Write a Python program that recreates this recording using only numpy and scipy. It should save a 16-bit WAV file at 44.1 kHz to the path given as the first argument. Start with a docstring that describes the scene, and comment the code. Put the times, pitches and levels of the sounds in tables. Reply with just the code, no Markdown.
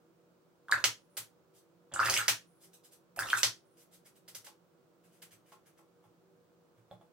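"""A faint hum fills a small, dry room; then water plops as a painter swishes a watercolour brush in a tub.
Three times the brush is rinsed and flicked off. Trapped air bubbles ring, the large ones as plops and the
smallest as crackling spray. Each flick snaps the bristles and sets the handle ringing. Between and after
the rinses, wet bristles hiss by friction on palette and paper, and late taps excite the modes of a board.
The table thumps softly, and a short reverberation follows the water and the brush."""
import sys
import numpy as np
from scipy import signal
from scipy.fft import rfft, irfft
from scipy.io import wavfile
from scipy.ndimage import uniform_filter1d

SR = 44100
rng = np.random.default_rng(int(sys.argv[2]) if len(sys.argv) > 2 else 0)


def wrap_up_sound(samples):
    """Save the sound to the file named by the first command line argument, as 16-bit audio."""
    columns = np.atleast_2d(samples).T
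    # keep every value between -1 and 1, then stretch to whole-number steps
    tamed = np.clip(columns, -1, 1)
    steps = np.round(tamed * 32767).astype(np.int16)
    wavfile.write(sys.argv[1], SR, steps)


N = 314020
TIME = np.arange(N) / SR
CUTOFF_HZ = 15900


def from_db(db):
    """Amplitude ratio: tenfold for every 20 dB."""
    return 10 ** (np.asarray(db) / 20)


def rms_one(x):
    """Normalisation to unit power."""
    return x / np.sqrt(np.mean(x ** 2) + 1e-20)


def at_hz(points, hz):
    """Interpolation of a table on a log-frequency axis."""
    freqs, values = np.transpose(points)
    return np.interp(np.log(np.maximum(hz, 1)), np.log(freqs), values)


def add(out, start_s, sound):
    """Superposition: a short sound sums into the track."""
    i = max(0, round(start_s * SR))
    out[i:i + len(sound)] += sound[:max(0, N - i)]


def coloured(x, spectrum):
    """Spectral shaping of a white signal at constant power."""
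    return irfft(rfft(x) * rms_one(from_db(at_hz(spectrum, np.fft.rfftfreq(N, 1 / SR)))), N)


def noise(spectrum):
    """Stationary Gaussian noise of a given spectrum, rms 1."""
    return coloured(rng.standard_normal(N), spectrum)


def drift(rate_hz):
    """Random modulation: a line through Gaussian values drawn at the given rate."""
    knots = rng.standard_normal(N // 40)
    return np.interp(TIME * rate_hz, np.arange(len(knots)), knots)


def stereo(mid, side, coherence):
    """Sum and difference of two unrelated signals give partly coherent left and right channels."""
    return (np.sqrt(1 + coherence) * mid + np.sqrt(1 - coherence) * side * [[1], [-1]]) / np.sqrt(2)


def damped_mode(hz, t60_s):
    """Free vibration of one struck mode: an exponentially decaying sine."""
    t = np.arange(SR // 5) / SR
    return np.sin(2 * np.pi * hz * t) * from_db(-60 * t / t60_s)


# spectrum of the room air: frequency_hz, density_db
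AIR_SPECTRUM = [(15, -55), (25, -35.5), (92, -19), (166, -4.5), (200, -11.5), (301, -13.5), (335, -5.5),
                (439, -15.5), (476, -9.5), (818, -18.5), (1370, -19.5), (1840, -29), (7710, -36),
                (12900, -42), (16000, -31)]
# left-right likeness of the air: frequency_hz, coherence_ratio
AIR_COHERENCE = [(50, 1), (300, 0.2), (700, 0.5), (1500, 0.07), (4000, 0.05), (16000, .1)]
# lines of the hum: pitch_hz, level_db, width_hz
HUM_LINES = [(173, -75.5, 6.3), (295, -83.5, 14), (333, -77, 11), (383, -78, 7), (480.5, -74, 19),
             (573, -84.5, 41)]


def background(air_db=-68.5):
    """Dull room air and a wavering hum: random modulation widens each line into a narrow band."""
    coherence = at_hz(AIR_COHERENCE, np.fft.rfftfreq(N, 1 / SR))
    air = irfft(stereo(rfft(noise(AIR_SPECTRUM)), rfft(noise(AIR_SPECTRUM)), coherence), N)
    hum = np.zeros(N)
    for hz, level_db, width_hz in HUM_LINES:
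        phase = 2 * np.pi * hz * TIME
        hum += from_db(level_db) * (drift(width_hz) * np.sin(phase) + drift(width_hz) * np.cos(phase))
    return (from_db(air_db) * air + hum) * from_db([[-1.0], [.8]])


def bubble(hz, t60_s, rise=.06, swell_cycles=.53):
    """Bubble resonance: trapped air pulsates, swelling quickly and dying away as its pitch climbs."""
    t60_s = max(t60_s, .002)
    t = np.arange(int(t60_s * SR)) / SR
    envelope = (1 - np.exp(-(t * hz / swell_cycles) ** 2)) * from_db(-60 * t / t60_s)
    return envelope / envelope.max() * np.sin(2 * np.pi * hz * t * (1 + rise * t / t60_s))


# large bubbles: start_s, level_db, pitch_hz, trail_relative_db
LARGE_BUBBLES = [(0.684, -35.5, 1480, -17.5), (0.695, -30, 1120, -7), (0.723, -8.5, 1620, -10),
                 (1.961, -23.5, 1400, -9.5), (1.993, -14, 1300, -1), (2.03, -20.5, 1590, -9.5),
                 (2.065, -20, 1750, -3.5), (2.165, -19, 2250, -9.5), (2.188, -23, 1450, 0),
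                 (3.173, -37, 700, -14.5), (3.19, -20, 1513, -9), (3.222, -24, 1660, -13),
                 (3.331, -10, 1500, -15.5)]


def plops(cycles=16, swell_cycles=1.3, gap_s=.009, loss_db=2.5, detune_octaves=.18):
    """Pinch-off by the brush sets a large bubble resonating; four weaker ones trail at uneven gaps."""
    out = np.zeros(N)
    for start_s, level_db, hz, trail_db in LARGE_BUBBLES:
        add(out, start_s, from_db(level_db) * bubble(hz, cycles / hz, .042, swell_cycles))
        for k, (late, detune) in enumerate(rng.uniform(-1, 1, (4, 2))):
            pitch_hz = hz * 2 ** (detune_octaves * detune)
            ring = bubble(pitch_hz, cycles / pitch_hz, swell_cycles=swell_cycles)
            gain = from_db(level_db + trail_db - loss_db * k)
            add(out, start_s + gap_s * (k + 1 + .25 * late), gain * ring)
    return out


# spectrum of splashing water: frequency_hz, density_db
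SPLASH_SPECTRUM = [(600, -9), (2000, -2.5), (4500, -3), (8500, 2.5), (10000, -3.5), (14000, -8.5),
                   (16000, -16.5)]
# bursting clusters in the water, and, in the last two rows, spits of the wet bristles as they flick: start_s,
# level_db, pitch_hz, crack_relative_db
CLUSTER_BURSTS = [(0.684, -56, 3494, 0.5), (0.714, -23.5, 3900, -5), (1.92, -49, 3400, -18),
                  (1.938, -24.5, 7560, -17.5), (1.999, -28.5, 5000, -5.5), (2.057, -28.5, 3013, 1.5),
                  (2.098, -19.5, 4760, 1), (2.14, -21, 5430, 2), (2.165, -25, 2980, -5.5),
                  (2.175, -29.5, 3450, 10.5), (3.162, -35.5, 11500, -6), (3.191, -27.5, 8626, 2),
                  (3.301, -26.5, 2993, -5.5), (3.373, -23, 8300, -2.5), (4.282, -50, 5000, -18),
                  (4.349, -36.5, 5500, -13.5)]


def spits(scatter_octaves=.13, cycles=24, run_s=.0078, crack_s=.0016, count=7):
    """A cluster of tiny bubbles bursts: a broadband transient, then a dwindling run of resonances. 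Two late
    flicks make the wet bristles spit in the same way."""
    out, t, hiss = np.zeros(N), np.arange(SR // 50) / SR, noise(SPLASH_SPECTRUM)
    for start_s, level_db, hz, crack_db in CLUSTER_BURSTS:
        crack = hiss[round(start_s * SR):][:len(t)] * np.exp(-t / crack_s)
        add(out, start_s, from_db(level_db + crack_db) * crack)
        for k in range(count):
            pitch_hz = min(hz * 2 ** (scatter_octaves * rng.normal() * min(k, 1)), CUTOFF_HZ)
            ring = from_db(level_db - .5 - .98 * k) * bubble(pitch_hz, cycles / pitch_hz)
            add(out, start_s + run_s * (k + rng.random()) / count, ring)
    return out


# spectrum of churning water: frequency_hz, density_db
CHURN_SPECTRUM = [(50, -4), (130, -2), (230, -8), (450, -11.5), (800, -16), (2000, -40)]
# soft hiss of bristles, shared by the fine spray: frequency_hz, density_db
SOFT_HISS_SPECTRUM = [(500, -17), (1200, -15), (2200, -9), (3500, -2.5), (6000, -2), (9000, -1),
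                      (12000, -4), (15000, -8.5), (16000, -16)]
# strength of the stirring, one list per rinse: time_s, slosh_db, spray_db
RINSE_ENVELOPES = [
    [(0.712, -58, -38), (0.718, -52.5, -33), (0.73, -48, -41.5), (0.76, -52, -47.5), (0.786, -51, -52),
     (0.83, -62.5, -60.5)],
    [(1.915, -55.5, -65.5), (1.939, -44, -46), (1.979, -61.5, -54), (2.001, -42.5, -45.5),
     (2.051, -52, -35.5), (2.065, -38.5, -35.5), (2.179, -57.5, -40), (2.272, -59, -57.5)],
    [(3.162, -62, -51), (3.174, -47.5, -55), (3.196, -52, -41.5), (3.25, -49, -46.5), (3.312, -59, -39.5),
     (3.342, -54.5, -45), (3.388, -64.5, -38), (3.42, -64.5, -48.5)],
]


def stirring(slosh_share=.58):
    """Resonance rises as size falls: in churning water big bubbles slosh, middling froth, tiny crackle."""
    slosh, spray = np.zeros((2, N))
    for rinse in RINSE_ENVELOPES:
        time_s, slosh_db, spray_db = np.transpose(rinse)
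        slosh += np.interp(TIME, time_s, from_db(slosh_db), 0, 0)
        spray += np.interp(TIME, time_s, from_db(spray_db), 0, 0)
    froth = rinse_ramp(build_s=.05) * slosh ** slosh_share * spray ** (1 - slosh_share)
    big = bubble_cloud(per_s=230, centre_hz=860, octaves=1.6, cycles=3.2, spread_db=16)
    middling = bubble_cloud(per_s=220, centre_hz=1700, octaves=1.5, cycles=12, spread_db=14)
    tiny = bubble_cloud(per_s=200, centre_hz=4997, octaves=2, cycles=68, spread_db=20)
    hiss = rinse_ramp(build_s=.13) * noise(SOFT_HISS_SPECTRUM) * from_db(4.5 * drift(200))
    return (slosh * (from_db(-6.5) * big + from_db(-9.5) * noise(CHURN_SPECTRUM))
            + froth * from_db(.84) * middling
            + spray * (from_db(-5.5) * tiny + from_db(-7.5) * hiss))


def rinse_ramp(build_s):
    """Linear attack from 0 to 1, held until each rinse ends."""
    return sum(np.clip((TIME - rinse[0][0]) / build_s, 0, 1) * (TIME < rinse[-1][0])
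               for rinse in RINSE_ENVELOPES)


def bubble_cloud(per_s, centre_hz, octaves, cycles, spread_db):
    """Incoherent sum of bubbles of random size during the rinses, held at an even mean power."""
    out = np.zeros(N)
    for rinse in RINSE_ENVELOPES:
        start_s, end_s = rinse[0][0] - .03, rinse[-1][0] + .03
        count = int(per_s * (end_s - start_s))
        for when, pitch, loud, polarity in rng.random((1500, 4))[:count]:
            hz = min(centre_hz * 2 ** (octaves * (pitch - .5)), CUTOFF_HZ)
            gain = np.sign(polarity - .5) * from_db(spread_db * loud ** 2)
            add(out, start_s + when * (end_s - start_s), gain * bubble(hz, cycles / hz))
    power = uniform_filter1d(out ** 2, size=1500)
    return out / np.sqrt(np.maximum(power, 1e-3))


# the working arm meeting the table: start_s, level_db
ARM_THUMPS = [(5.32, -66), (6.05, -65), (6.77, -60), (6.917, -56.5)]


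def table_thumps(hz=113, build_s=.015, lag_s=.006, flick_relative_db=-27, plop_db=-50, strong_db=-21):
    """One low resonance of the table swells and dies when the arm, a flick or a strong plop jolts it."""
    out, t = np.zeros(N), np.arange(SR // 4) / SR
    swell = t ** 2 * np.exp(-t / build_s)
    jolts = [(s + lag_s, db + flick_relative_db) for s, db, *_ in BRUSH_FLICKS]
    jolts += [(s + lag_s, plop_db) for s, db, *_ in LARGE_BUBBLES if db > strong_db]
    for start_s, level_db in ARM_THUMPS + jolts:
        pitch_hz = hz * (1 + rng.normal(0, .0098))
        add(out, start_s, from_db(level_db) * swell / swell.max() * np.sin(2 * np.pi * pitch_hz * t))
    return out


def fizz(level_db=-62, centre_hz=9800, octaves=.34, length_s=.38, count=45):
    """Foam pops at random after each rinse, its minute bubbles resonating high and faint."""
    out = np.zeros(N)
    for rinse in RINSE_ENVELOPES:
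        for when, pitch, loud in rng.random((count, 3)):
            pop = bubble(centre_hz * 2 ** (octaves * (pitch - .5)), t60_s=.006)
            add(out, rinse[-1][0] + length_s * when, from_db(level_db - 14 * loud) * pop)
    return out


# spectra of a hard flick and of its wet smack: frequency_hz, density_db
HARD_FLICK_SPECTRUM = [(400, -25), (1500, -17.5), (2300, -7), (3200, 1.5), (3800, 2), (4500, 5.5),
                       (6200, 4), (8000, -6), (11000, -23.5), (14000, -22.5), (16000, -33)]
SMACK_SPECTRUM = [(50, -30.5), (120, -27.5), (380, -26), (600, -16), (1100, -9), (1550, 1.5), (2100, 0.5),
                  (3000, -1), (5000, -27.5)]
# flicks and slaps of the wet bristles: start_s, level_db, smack_relative_db, force_ratio
BRUSH_FLICKS = [(0.841, -22, -3.5, 0.88), (1.169, -31.5, -14, 0), (2.281, -22, -3, 0.59),
                (3.432, -20.5, -11.5, .8), (4.279, -47, -14, 0), (4.348, -40, -18, 0),
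                (4.444, -48.5, -19, 0), (4.466, -51.5, -5, 0.33), (5.219, -47.5, -7.5, 0),
                (5.519, -60, -1.5, .1)]


def flicks(snap_gain=8, spray_low_hz=600):
    """Impulsive excitation: the bristles snap and throw a decaying burst of spray; gives (spray, snaps)."""
    spectra = HARD_FLICK_SPECTRUM, SOFT_HISS_SPECTRUM, SMACK_SPECTRUM
    noises = np.array([noise(spectrum) for spectrum in spectra])
    impulses, spray, t = np.zeros((3, N)), np.zeros(N), np.arange(SR // 8) / SR
    for start_s, level_db, smack_db, force in BRUSH_FLICKS:
        i = round(start_s * SR)
        hardness = np.sqrt(force)
        mix = from_db(level_db) * np.array([hardness, np.sqrt(1 - force), from_db(smack_db)])
        impulses[:, i] = snap_gain * mix
        t60_s = np.interp(hardness, [0, 1], [.075, .022])  # harder flicks: shorter, stronger spray
        spray_db = np.interp(hardness, [0, 1], [-6.5, 8])
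        add(spray, start_s, (mix @ noises[:, i:i + len(t)]) * from_db(spray_db - 60 * t / t60_s))
    low_cut = signal.butter(2, spray_low_hz, "high", fs=SR, output="sos")  # droplets carry no bass
    snaps = sum(coloured(train, spectrum) for train, spectrum in zip(impulses, spectra))
    return signal.sosfilt(low_cut, spray), snaps


# modes of the brush handle and ferrule: pitch_hz, relative_db, t60_s
HANDLE_MODES = [(1560, -17.5, 0.0083), (2071, -15.5, 0.027), (3180, -23.5, 0.029), (4660, -17.5, 0.037),
                (5300, -9.5, 0.0068)]


def handle(scatter_db=1.9):
    """Modal ringing: each flick jolts the brush itself into free vibration."""
    out = np.zeros(N)
    for start_s, level_db, *_ in BRUSH_FLICKS:
        for hz, mode_db, t60_s in HANDLE_MODES:
            gain = from_db(level_db + mode_db + rng.normal(0, scatter_db))
            add(out, start_s, gain * damped_mode(hz, t60_s))
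    return out


# soft strokes of the bristles: middle_s, length_s, level_db
BRUSH_STROKES = [(1.561, .073, -68.5), (2.628, .075, -64.5), (2.74, 0.049, -64.5), (2.844, 0.032, -62.5),
                 (2.927, .045, -63), (3.796, 0.097, -68), (3.933, 0.068, -66), (4.059, 0.037, -65.5),
                 (4.16, .044, -73.5), (5.046, 0.068, -77.5), (5.138, 0.19, -78), (5.319, 0.041, -66.5),
                 (5.486, 0.11, -75), (5.67, 0.064, -74), (5.779, 0.037, -77.5), (6.04, 0.058, -82),
                 (6.777, 0.032, -82), (6.916, 0.033, -75.5), (7.013, 0.033, -85)]


def strokes(grain_db=5.5, drag_db=1.6, first_smack_db=-21, thicken_db_per_s=4.5):
    """Stick-slip friction: bristles drag and let go in a grainy hiss that thickens stroke by stroke."""
    hiss, smack, out = noise(SOFT_HISS_SPECTRUM), noise(SMACK_SPECTRUM), np.zeros(N)
    for middle_s, length_s, level_db in BRUSH_STROKES:
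        start_s = middle_s - length_s / 2
        smack_db = first_smack_db + thicken_db_per_s * (middle_s - BRUSH_STROKES[0][0])
        swell = np.hanning(int(length_s * SR))
        friction = (hiss + from_db(smack_db) * smack)[round(start_s * SR):][:len(swell)]
        add(out, start_s, from_db(level_db) * swell * friction)
    return out * from_db(drag_db + grain_db * drift(400))


# modes of the board: pitch_hz, relative_db, t60_s
BOARD_MODES = [(182.6, 9.5, 0.087), (386, -26, 0.033), (607, -4.5, 0.043), (716.3, 0, 0.023),
               (855, -4.5, 0.051), (1086, -2, 0.031), (1340, -3.5, 0.027), (1863, -13, 0.0054),
               (3450, 18, 0.018), (4188, 13, 0.0095), (5560, 2, 0.008)]
# taps of the brush on the board: start_s, level_db, spot_pitch_hz, hardness_db
BRUSH_TAPS = [(4.47, -55.5, 910, -12), (5.521, -51.5, 1120, -16), (5.79, -60.5, 1200, -15),
              (6.04, -65, 900, -6), (6.912, -48, 578, 5), (7.012, -59.5, 700, -1)]


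def board_taps(focus_db_per_octave=12.5, contact_s=.00028, bounce_s=.019, bounce_db=-14.5):
    """Impact favours modes near the struck spot's pitch; harder contact is shorter and so brighter."""
    out = np.zeros(N)
    for start_s, level_db, spot_hz, hardness_db in BRUSH_TAPS:
        for hz, mode_db, t60_s in BOARD_MODES:
            reach_db = hardness_db * (hz > 2500) - focus_db_per_octave * abs(np.log2(hz / spot_hz))
            tap = from_db(level_db + mode_db + reach_db) * damped_mode(hz, t60_s)
            tap *= 1 - np.exp(-TIME[:len(tap)] * from_db(hardness_db) / contact_s)
            add(out, start_s, rng.choice([-1, 1]) * tap)
            add(out, start_s + bounce_s, rng.choice([-1, 1]) * from_db(bounce_db) * tap)
    return out


# decay of the reverberation: frequency_hz, t60_s
REVERB_DECAY = [(100, .35), (500, 0.18), (1500, 0.2), (5000, .2), (15000, .17)]
# its strength: frequency_hz, gain_db
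REVERB_GAIN = [(50, -10.5), (100, -1), (500, 5), (1500, 0.5), (5000, -1), (15000, 3)]
# its left-right likeness: frequency_hz, coherence_ratio
REVERB_COHERENCE = [(100, 0.3), (600, 0.74), (1500, .25), (3000, .08), (15000, .03)]


def room(x, gap_s=.001, build_s=.003):
    """Diffuse reverberation: convolution with a short noise tail that decays band by band."""
    t = np.arange(SR // 2) / SR
    freqs, edges = np.fft.rfftfreq(len(t), 1 / SR), np.geomspace(40, 17000, num=22)
    onset = 1 - np.exp(-np.maximum(t - gap_s, 0) / build_s)
    response = 0
    for low, high in zip(edges, edges[1:]):
        hz = np.sqrt(low * high)
        bands = irfft(rfft(rng.standard_normal((2, len(t)))) * ((freqs >= low) & (freqs < high)), len(t))
        envelope = onset * from_db(-60 * t / at_hz(REVERB_DECAY, hz))
        mid, side = (rms_one(band * envelope) for band in bands)
        band_share = np.sqrt(2 * (high - low) / SR / len(t))
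        gain = band_share * from_db(at_hz(REVERB_GAIN, hz))
        response += gain * stereo(mid, side, at_hz(REVERB_COHERENCE, hz))
    return signal.fftconvolve(x[None], response, axes=1)[:, :N]


def scene():
    """Direct and reverberant fields add; snaps and light strokes arrive mostly by way of the room."""
    water = plops() + stirring()
    crackle = spits() + fizz() + handle()
    bristles, board = strokes(), board_taps()
    spray, snaps = flicks()
    near = (water + crackle + spray + from_db(-20.5) * snaps + from_db(-5.5) * bristles
            + from_db(8.5) * board + table_thumps())
    # later and weaker on the left, so the tub stands a little to the right
    direct = np.array([from_db(-3.5) * np.roll(near, 2), from_db(-.13) * near])
    tail = room(from_db(-3) * water + from_db(-.5) * crackle + from_db(5.5) * snaps
                + from_db(-9.5) * spray + from_db(2) * bristles + from_db(6.5) * board)
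    return direct + tail * from_db([[-.1], [.1]]) + background()


def record(dry, low_cut_hz=46):
    """Band limiting: the microphone loses the deep bass, and the top is cut steeply."""
    thin = signal.sosfilt(signal.butter(2, low_cut_hz, "high", fs=SR, output="sos"), dry)
    return signal.sosfilt(signal.ellip(10, .2, 70, CUTOFF_HZ, fs=SR, output="sos"), thin)


dry = scene()
out = record(dry)
wrap_up_sound(out)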